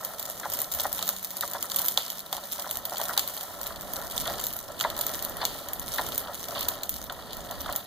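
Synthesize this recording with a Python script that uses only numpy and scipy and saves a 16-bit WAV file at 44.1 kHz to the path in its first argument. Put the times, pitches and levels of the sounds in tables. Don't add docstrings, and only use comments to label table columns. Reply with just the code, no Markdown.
import sys
import numpy as np
from scipy import signal
from scipy.fft import rfft, irfft, next_fast_len
from scipy.io import wavfile
from scipy.ndimage import uniform_filter1d

SR = 44100
rng = np.random.default_rng(int(sys.argv[2]) if len(sys.argv) > 2 else 0)


def unload_audio(sound):
    columns = np.transpose(np.atleast_2d(sound))
    steps = np.round(np.clip(columns, -1, 1) * 32767)
    wavfile.write(sys.argv[1], SR, steps.astype(np.int16))


N = 346626
TIME = np.arange(N) / SR

# t/s, grinding level/dB, grit level/dB
ROLL_LEVELS = [(0.0, -43.5, -36.5), (0.35, -43.5, -44.5), (0.6, -39.5, -37.5), (0.68, -47, -43.5),
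               (0.8, -42, -33), (0.9, -42, -42), (1.08, -42, -35.5), (1.2, -49, -41.5), (1.6, -41.5, -42),
               (1.85, -41, -35.5), (2.25, -47.5, -45), (2.39, -44, -43), (2.49, -47.5, -41.5),
               (3.03, -40.5, -40), (3.3, -43.5, -38.5), (3.79, -41.5, -42), (4.12, -43.5, -37.5),
               (4.33, -36, -39.5), (4.591, -47.5, -43.5), (4.72, -43.5, -45.5), (4.92, -40, -41),
               (5.35, -40, -44), (5.6, -42.5, -41.5), (5.79, -42.5, -43), (6.08, -38, -42), (6.4, -44, -43),
               (6.62, -39, -40.5), (6.78, -42, -49), (6.98, -47.5, -44.5), (7.2, -44, -50.5),
               (7.62, -41.5, -46), (7.74, -40, -44.5), (7.86, -48.5, -58)]
# f/Hz, width/Hz, level/dB
WHEEL_NOTES = [(573, 50, 2), (661, 60, 3), (722, 79, 2), (853, 96, -4), (968, 52, 0), (1074, 142, -4),
               (1341, 117, -2.5), (1703, 78, -8.5), (1873, 76, -6)]
# t/s, length/s, level/dB
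TREAD_SKIDS = [(0.993, 0.076, -47), (1.98, 0.041, -47), (5.398, 0.056, -36.5), (5.974, 0.033, -39),
               (6.54, 0.13, -40.5), (7.298, 0.045, -51), (7.73, 0.05, -47)]
# f/Hz, level/dB
PLASTIC_TONE = [(300, -25), (800, -9), (1350, 0), (1700, -17), (2400, -4), (3100, 4), (3800, 4.5),
                (4500, 4), (5500, -11.5), (9000, -17)]
# f/Hz, level/dB
GRIT_TONE = [(1500, -7), (2400, -3), (3100, -1.5), (3900, 2), (4600, -2.5), (5400, 0.5), (7000, 0.5),
             (8800, 1), (11000, 3), (12200, 0.5), (13200, 7.5), (15300, 4)]
# f/Hz, level/dB
RUMBLE_TONE = [(25, -3.5), (50, -9.5), (80, -2), (120, -2.5), (200, -4), (270, -2.5), (370, -4),
               (480, -1.5), (800, -14), (2000, -21.5)]
# t/s, level/dB
GUST_LEVELS = [(0.0, -74), (0.66, -65), (0.72, -58.5), (0.92, -59), (1.02, -68), (2.2, -71), (3.7, -64.5),
               (4.0, -58.5), (7.0, -59.5), (7.7, -57), (7.86, -81)]
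# f/Hz, level/dB
GUST_TONE = [(15, -5), (35, 4.5), (70, -2.5), (110, -11.5), (250, -7), (1000, -40.5)]
# t/s, level/dB
HUM_LEVELS = [(0.0, -57), (0.8, -59), (1.0, -50.5), (1.25, -54), (1.7, -50.5), (2.1, -54), (2.5, -52),
              (3.05, -53), (3.3, -56), (3.9, -50.5), (4.27, -51), (4.5, -70), (6.0, -70), (6.7, -50),
              (7.3, -60)]
# t/s, level/dB, brightness (sizzle over ring)/dB, length/ms, ring f/Hz
TIMED_SNAPS = [(0.0481, -33.5, 17, 0.97, 7300), (0.0965, -54, 9.0, 0.6, 3500),
               (0.1965, -34, 13, 0.44, 3530), (0.2272, -36, 12.0, 0.86, 4000), (0.4997, -37, 15, 0.7, 7500),
               (0.5242, -42, 20, 0.35, 6700), (0.5495, -44, 21, 0.6, 7000), (0.5704, -39, 15, 0.73, 7400),
               (0.5885, -31.5, 13, 1.9, 7800), (0.602, -34.0, 16.0, 1.9, 7200),
               (0.6172, -31.5, 20.0, 0.24, 7900), (0.7157, -41, 19, 0.8, 7700),
               (0.7386, -35.5, 14.0, 0.28, 7300), (0.7481, -32, 18, 0.3, 7800),
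               (0.7906, -46, 12, 0.6, 6600), (0.7981, -29.5, -3.5, 0.77, 3340),
               (0.8354, -37, 18, 0.65, 7700), (0.9278, -31.5, 18.0, 0.58, 7900),
               (0.9903, -33.5, 1, 1.1, 3370), (1.026, -27.5, 4, 0.91, 4100), (1.0572, -38, 13, 0.6, 4300),
               (1.07, -36, 10.0, 0.7, 6700), (1.077, -29.5, 9.0, 1, 4000), (1.0901, -24.5, 10, 0.22, 4030),
               (1.1638, -37, 4.0, 1.1, 4100), (1.3154, -45, 16, 0.52, 4300), (1.4092, -29, 9, 0.19, 7400),
               (1.4775, -37, 8, 0.7, 4300), (1.4994, -45, 17, 0.78, 4200), (1.513, -39, 13, 0.6, 4000),
               (1.5338, -32.5, 9, 1.0, 4500), (1.6268, -28.5, 10, 0.4, 7100), (1.699, -36.0, 5, 1.2, 4100),
               (1.7124, -41, 0.0, 0.66, 4400), (1.7175, -30, 4, 0.5, 3720), (1.7443, -33, 9.0, 0.7, 3700),
               (1.7604, -27.5, 19, 1.5, 7960), (1.7665, -31.5, 9.0, 0.81, 8000), (1.787, -30, 8, 0.7, 4300),
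               (1.7918, -27.5, 12, 0.55, 4400), (1.845, -37, 17, 0.7, 7600), (1.8517, -34, 15.0, 0.5, 4100),
               (1.883, -24.5, 13, 1.7, 7400), (1.9215, -40, 13.0, 0.5, 7400),
               (1.9749, -21, -5.5, 0.33, 3500), (2.0806, -41, 8, 0.58, 7300),
               (2.1016, -31.5, 8, 0.49, 3900), (2.3277, -27.0, 1.5, 0.46, 3700),
               (2.367, -34.5, 7, 0.53, 6000), (2.5207, -35.5, 15, 0.6, 7700),
               (2.527, -35, 15.0, 0.78, 7300), (2.5325, -36, 8.0, 0.6, 7000),
               (2.596, -34.5, 7.0, 0.76, 4900), (2.6215, -35.5, 11, 0.6, 7000),
               (2.7017, -41.0, 12.0, 0.83, 7100), (2.7109, -29, 11.0, 0.47, 7400),
               (2.7275, -40, 9, 0.52, 8000), (2.7555, -34.5, 6, 0.72, 7200), (2.7707, -32.5, 12, 0.6, 3500),
               (2.855, -36.5, 3, 0.9, 4300), (2.8961, -38, 11, 0.6, 4500), (2.9576, -39, -4.0, 1.3, 4100),
               (2.9697, -35, -3, 0.68, 4130), (2.9771, -43, 13, 0.6, 4100), (3.0007, -37, 14, 0.6, 7900),
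               (3.0147, -31, 8, 0.69, 6440), (3.1761, -20.0, 3, 1.4, 4150), (3.1935, -24.5, 6, 1.1, 4400),
               (3.2759, -33, 12, 0.73, 6800), (3.3746, -43, -2, 0.68, 4500), (3.4091, -35, 6.0, 0.84, 4000),
               (3.6138, -35.5, 11, 0.68, 4300), (3.6605, -44.5, -15, 0.95, 3300),
               (3.7594, -43, 1, 0.66, 4500), (3.8098, -39, 11, 0.6, 7200), (4.0992, -41, 10, 0.53, 7900),
               (4.1785, -28, 1.0, 0.35, 3600), (4.2541, -37, -7.0, 2.3, 3300),
               (4.2765, -40, -22, 0.9, 3620), (4.3365, -41, 15, 0.6, 6500), (4.3948, -36, 10, 0.95, 4400),
               (4.3995, -35, 4, 0.7, 4500), (4.4383, -30.5, 13, 2.6, 3600), (4.4585, -40, 13, 0.6, 7200),
               (4.4679, -30.0, 15, 0.32, 3700), (4.5276, -40, 18, 0.77, 7300), (4.5889, -37, 9, 0.99, 4000),
               (4.7929, -37, 9, 0.6, 7900), (4.7998, -31.0, 0, 1, 7560), (4.8095, -25.5, -3, 0.65, 6300),
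               (4.9007, -33.5, 0, 1.0, 4300), (4.9655, -35, 9.0, 0.8, 4000), (4.9775, -38, 15, 0.8, 7800),
               (4.9898, -32, 11.0, 0.7, 4100), (5.0098, -26, 12, 2.9, 4600),
               (5.0657, -29.5, 16.0, 1.5, 7040), (5.1547, -42, 17, 0.55, 7400),
               (5.2239, -33, 12, 1.4, 4000), (5.2492, -31.5, 13, 0.31, 4040),
               (5.2958, -44.0, 26, 0.6, 7100), (5.4125, -47, -18.0, 0.98, 3280),
               (5.4521, -22, 0, 0.2, 4200), (5.6864, -37.0, 11.0, 0.4, 6700), (5.733, -34, 18, 0.5, 7800),
               (5.9383, -38, 10, 0.76, 3500), (5.9496, -39, 14, 0.6, 6400), (5.9608, -38, 14.0, 0.7, 3500),
               (5.9813, -36, 9, 0.85, 4000), (6.065, -34.5, 6, 0.89, 3900), (6.088, -39, 13, 0.6, 3000),
               (6.1209, -36.5, 3.0, 0.76, 3600), (6.1443, -39, 17, 1.0, 7500), (6.1783, -29, 22, 1.1, 7740),
               (6.3447, -37.5, 14, 0.6, 7100), (6.441, -39.5, 1, 0.53, 3700),
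               (6.4841, -36.5, 7.0, 1.6, 5500), (6.5918, -37, 14.0, 1.4, 3800),
               (6.6085, -31.5, 11, 1.4, 3600), (6.6283, -34, 12, 1.7, 4000), (6.6843, -24.5, 12, 2, 4030),
               (6.8325, -30.5, 7, 2.4, 4000), (6.8929, -30, 18.0, 1.1, 3800), (6.9185, -46, 5, 0.3, 6800),
               (6.9405, -37.5, 11, 0.93, 4000), (7.0403, -41.5, 17, 0.9, 3900),
               (7.0975, -44.5, -21, 1.1, 3760), (7.3308, -36, 3.0, 1.2, 4300),
               (7.3686, -42, 17, 0.43, 3900), (7.511, -37, 9, 0.55, 4100), (7.6598, -49, -23, 1.7, 3500),
               (7.699, -44, 10, 0.8, 3700), (7.7252, -38, 22, 0.92, 4200), (7.7532, -39, 12, 0.6, 3300),
               (7.7609, -31.5, 22, 0.41, 7200)]
# f/Hz, level/dB
CRACK_TONE = [(600, -12), (2200, -7), (4500, -9), (6800, 3.5), (8800, -1), (11000, -14), (13000, 7.5),
              (16000, -63)]
# f/Hz, level/dB
SIZZLE_TONE = [(6000, -41), (10000, -4.5), (12000, -5.5), (13200, -0.5), (15300, 4), (17000, -53)]
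# t/s, level/dB, f/Hz, level of the scrape just before/dB
WHEEL_KNOCKS = [(0.4418, -29.5, 1356, 7.5), (0.4564, -23, 873, -2), (0.8535, -19, 822, -1.5),
                (0.992, -31.5, 876, -19), (1.0915, -29, 1390, -10), (1.134, -36, 795, -12),
                (1.434, -22, 1237, 1), (1.5498, -25.5, 946, -9), (1.5673, -31, 945, 5),
                (1.802, -32.5, 940, -6), (1.976, -23.5, 777, -15), (2.3279, -27.5, 787, -18),
                (2.35, -32, 794, -16), (2.38, -31.5, 886, -11), (2.59, -30, 925, -8),
                (2.644, -32, 1325, -5), (2.6658, -29, 904, -2), (2.9207, -25.5, 750, -14),
                (2.9425, -29.5, 830, -11), (2.998, -26, 914, -3), (3.0147, -26, 674, 1),
                (3.0942, -23.5, 1360, -13), (3.11, -29, 1370, -6), (3.1759, -23, 842, -1),
                (3.707, -33, 1125, 2), (4.266, -29, 1230, 2), (4.3014, -26.5, 715, -1),
                (4.811, -29, 1480, -6), (4.849, -15, 973, -2), (5.414, -27, 860, 1), (5.423, -32, 1160, 7),
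                (5.4305, -22, 900, -3), (5.504, -36.5, 800, -8), (5.9931, -17.5, 918, 1.5),
                (6.2826, -33, 1175, -12), (6.559, -29, 1155, -4), (6.5748, -34, 824, 11),
                (6.711, -32.5, 1020, -9), (7.0972, -29, 1456, -20), (7.12, -34.5, 954, -3),
                (7.6607, -28.5, 1260, -14), (7.692, -23.5, 1077, -4)]
# f/Hz, left delay/cycles, left minus right level/dB, shared part (0 to 1)
PORT_HEARING = [(30, -.48, 0, .8), (65, -.25, -4, .5), (130, -.1, -3, .7), (370, -.08, -2, .62),
                (600, -.025, -1, .95), (1400, 0, .5, .97), (1850, 0, 2, .9), (2200, .29, 3, .35),
                (2400, .48, 1, .8), (2500, .5, 0, .985), (2680, .5, 0, .99), (2820, .56, -2.5, .78),
                (3000, .71, -7, .35), (3200, .89, -4, .7), (3500, .98, -2, .95), (4200, 1.01, 1, .92),
                (4700, 1.15, 5, .35), (5200, 1.44, 0, .7), (5600, 1.45, -2, .4), (5900, 2, -4, .35),
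                (6400, 2.04, 0, .75), (7200, 2.3, 5, .5), (8100, 2.51, 2, .75), (8700, 2.63, -2, .35),
                (9100, 3.03, -4, .35), (10300, 3.5, 2, .8), (11200, 3.78, -1, .65), (12000, 4.2, -3, .7),
                (12800, 4.5, -1, .93), (13400, 4.72, -1, .9), (14400, 5.19, -2, .85), (15100, 5.5, 0, .92)]


def undb(db):
    return 10 ** (np.asarray(db) / 20)


def unit(x):
    return x / np.sqrt(np.mean(x ** 2))


def noise():
    return rng.standard_normal((3, N))


def response(points):
    size = 4096
    hz, db = np.transpose(points)
    grid_hz = np.maximum(np.fft.rfftfreq(2 * size, 1 / SR), 1)
    gain = unit(undb(np.interp(np.log(grid_hz), np.log(hz), db)))
    cepstrum = irfft(np.log(gain))
    cepstrum[1:size] *= 2
    cepstrum[size + 1:] = 0
    return irfft(np.exp(rfft(cepstrum)))[None, :size]


def colour(x, points):
    return signal.oaconvolve(x, response(points), axes=1)[:, :N]


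def resonate(x, hz, width_hz):
    return signal.lfilter(*signal.iirpeak(hz, hz / width_hz, fs=SR), x)


def fade(x, seconds):
    keep = np.exp(-1 / (seconds * SR))
    return signal.lfilter([1 - keep], [1, -keep], x)


def walk(rate):
    step = int(SR / rate)
    stairs = np.repeat(rng.standard_normal(N // step + 1), step)
    return unit(uniform_filter1d(stairs, step)[:N])


def impacts(rate, spread_db):
    hit = rng.random(N) < rate / SR
    energy = hit * undb(spread_db * np.minimum(rng.exponential(size=N), 3)) ** 2
    return energy / energy.mean()


def add(out, s, sound):
    i = int(s * SR)
    out[..., i:i + sound.shape[-1]] += sound[..., :max(N - i, 0)]


def wheel(push):
    ring = sum(undb(db) * (-1) ** k * resonate(push, hz, width)
               for k, (hz, width, db) in enumerate(WHEEL_NOTES))
    return signal.sosfilt(signal.butter(3, [430, 2100], "band", fs=SR, output="sos"), ring)


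def grind(grind_db):
    bumps = fade(impacts(rate=180, spread_db=4.0), seconds=0.0027)
    ring = unit(wheel(noise() * np.sqrt(0.9 + bumps)))
    flutter_db = 1.5 * walk(rate=22)
    return ring * undb(grind_db - 1.3 + flutter_db)


def rasp(grind_db, rise_db_per_s=1.0):
    gain = undb(grind_db - 14 + rise_db_per_s * TIME)
    for s, length_s, db in TREAD_SKIDS:
        progress = np.clip((TIME - s) / length_s, 0, 1)
        gain += undb(db) * np.sqrt(np.abs(np.sin(np.pi * progress)))
    scrape = noise() * np.sqrt(fade(impacts(rate=300, spread_db=4.5), seconds=0.0018))
    return colour(scrape, PLASTIC_TONE) * gain


def chip(length_ms, ring_db, hz):
    spent = TIME[:512] * 1000 / max(length_ms, .1)
    burst = rng.standard_normal((3, len(spent))) * (1 - np.exp(-2 * spent)) * np.exp(-spent)
    burst += undb(ring_db) * resonate(burst, hz, width_hz=400)
    return burst / np.linalg.norm(burst, axis=1, keepdims=True)


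def crackle(grit_db):
    patches_db = 2.5 * walk(rate=14)
    grains = np.zeros((3, N))
    for place, force, gap, pitch in rng.random((320, 4)):
        s = place * TIME[-1]
        hz = 3000 * 5 ** pitch
        db = 4.6 * min(-np.log(1 - force), 1.7)
        add(grains, s, undb(db) * chip(length_ms=.25, ring_db=4, hz=hz))
        add(grains, s + 0.0016 + 0.0095 * gap, undb(db - 3) * chip(length_ms=.5, ring_db=9, hz=hz))
    hiss = noise() * np.sqrt(.5 + .6 * fade(impacts(rate=400, spread_db=3), seconds=.0015))
    grit = colour(undb(-3.8) * hiss + undb(-2.8) * unit(grains), GRIT_TONE)
    return grit * undb(grit_db + 2.5 + patches_db)


def rumble(grind_db, heavy_from_s=3.34, rise_s=1):
    heavy_db = 4 * np.clip((TIME - heavy_from_s) / rise_s, 0, 1)
    return colour(noise(), RUMBLE_TONE) * undb(grind_db - 8 + heavy_db + walk(rate=6))


def gusts(swing_db=4):
    level_db = np.interp(TIME, *np.transpose(GUST_LEVELS)) + 8 + swing_db * walk(rate=7)
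    return colour(noise(), GUST_TONE) * undb(level_db)


def hum(hz=190.5, drift=0.024, waver_db=2.4):
    phase = 2 * np.pi * np.cumsum(hz * (1 + drift * walk(rate=14))) / SR
    tone = unit(np.sin(phase) * undb(waver_db * walk(rate=12)))
    return tone * undb(np.interp(TIME, *np.transpose(HUM_LEVELS)) - 5)


def scattered_snaps(grit_db, count=18):
    place, force, tone, span, pitch = rng.random((count, 5)).T
    s = place * TIME[-1]
    level_db = np.interp(s, TIME, grit_db) + 5.5 + 2 * (force - .5)
    bright_db = 19 + 5 * (tone - .5)
    return np.column_stack([s, level_db, bright_db, .5 + span, 3300 + 4500 * pitch])


def bursts(times, levels_db, lengths_ms, pitches_hz, tone, early, early_s, late, late_s):
    out = np.zeros((3, N))
    body = response(tone)[:, :256]
    scale = np.sqrt(0.005 * SR)
    for s, db, length_ms, hz in zip(times, levels_db, lengths_ms, pitches_hz):
        burst = signal.fftconvolve(chip(length_ms, ring_db=5, hz=hz), body, axes=1)
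        add(out, s, scale * undb(db) * burst / np.linalg.norm(burst, axis=1, keepdims=True))
    power = out[0] ** 2
    rattle = 1 + 0.78 * fade(impacts(rate=190, spread_db=0.5), seconds=0.0047)
    tail_power = early * fade(power, early_s) + late * fade(power, late_s) * rattle
    return out + colour(noise() * np.sqrt(tail_power), tone)


def snaps(grit_db):
    s, level_db, bright_db, length_ms, hz = np.vstack([TIMED_SNAPS, scattered_snaps(grit_db)]).T
    crack = bursts(s, level_db - 2, length_ms * 0.75, hz, CRACK_TONE,
                   early=0.22, early_s=0.0024, late=0.14, late_s=0.025)
    sizzle_hz = rng.uniform(10160, 14850, len(s))
    sizzle = bursts(s, level_db + bright_db / 2 - 3, length_ms * 0.7, sizzle_hz, SIZZLE_TONE,
                    early=0.18, early_s=0.002, late=0.24, late_s=0.015)
    ring = bursts(s, level_db - bright_db / 2 - 0.5, length_ms * 1.15, hz, PLASTIC_TONE,
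                  early=0.24, early_s=0.0026, late=0.08, late_s=0.05)
    return crack + sizzle + ring


def knocks(lead_s=0.0093, ring_s=0.0016, sag_s=0.0046, chatter_s=0.014):
    out = np.zeros(N)
    age = TIME[:4096]
    drop = int(lead_s * SR)
    since_drop = np.maximum(age - lead_s, 0)
    landed = since_drop > 0
    sag = 1 + 0.18 * (np.exp(-since_drop / sag_s) - .5)
    for (s, db, hz, scrape_db), chance in zip(WHEEL_KNOCKS, rng.random((len(WHEEL_KNOCKS), 4))):
        push = np.zeros(len(age))
        push[drop] = 1
        bounces = drop + (np.cumsum(0.004 + 0.005 * chance) * SR).astype(int)
        push[bounces] = 0.47 * 0.5 ** np.arange(len(chance))
        catch = rng.standard_normal(len(age)) * np.exp(-age / 0.0071)
        catch /= np.linalg.norm(catch)
        scrape = 0.43 * resonate(resonate(catch, 1900, 1000), 1500, 1500)
        scrape += 0.25 * resonate(catch, 3370, 550)
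        swell = fade(fade(push, ring_s), seconds=.0003)
        phase = 2 * np.pi * np.cumsum(hz * sag * landed) / SR
        ring = undb(-32) * swell / swell.max() * np.sin(phase)
        chatter = rng.standard_normal(len(age)) * np.exp(-age / chatter_s) * landed
        chatter *= undb(-7.5) / np.linalg.norm(chatter)
        knock = ring + undb(scrape_db) * scrape + wheel(0.71 * push + chatter)
        loudest = np.sqrt(uniform_filter1d(knock ** 2, size=132).max())
        add(out, s - lead_s, knock * undb(db - 3) / loudest)
    return out


def thud(at_s=0.762, half_length_s=0.017, hz=75):
    since = TIME - at_s
    return undb(-38) * np.exp(-(since / half_length_s) ** 2) * np.sin(2 * np.pi * hz * since)


def ports(sound):
    size = 2 * next_fast_len(N // 2 + 4096)
    grid_hz = np.fft.rfftfreq(size, 1 / SR)
    hz, *columns = np.transpose(PORT_HEARING)
    delay_cycles, pan_db, shared = (np.interp(grid_hz, hz, column) for column in columns)
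    both, left_only, right_only = rfft(sound, size)
    left = np.sqrt(shared) * both + np.sqrt(1 - shared) * left_only
    right = np.sqrt(shared) * both + np.sqrt(1 - shared) * right_only
    left *= np.exp(-2j * np.pi * delay_cycles)
    return irfft(np.array([left * undb(pan_db / 2), right * undb(-pan_db / 2)]))[:, :N]


def scene():
    s, *columns = np.transpose(ROLL_LEVELS)
    grind_db, grit_db = (np.interp(TIME, s, column) for column in columns)
    tread = grind(grind_db) + rasp(grind_db) + crackle(grit_db) + snaps(grit_db)
    sound = tread + rumble(grind_db) + gusts()
    sound[0] += knocks() + hum() + thud()
    return ports(sound)


def record(dry):
    clipped = np.clip(dry, -.85, .85)
    return signal.sosfilt(signal.ellip(8, .2, 70, 15500, fs=SR, output="sos"), clipped)


dry = scene()
out = record(dry)
unload_audio(out)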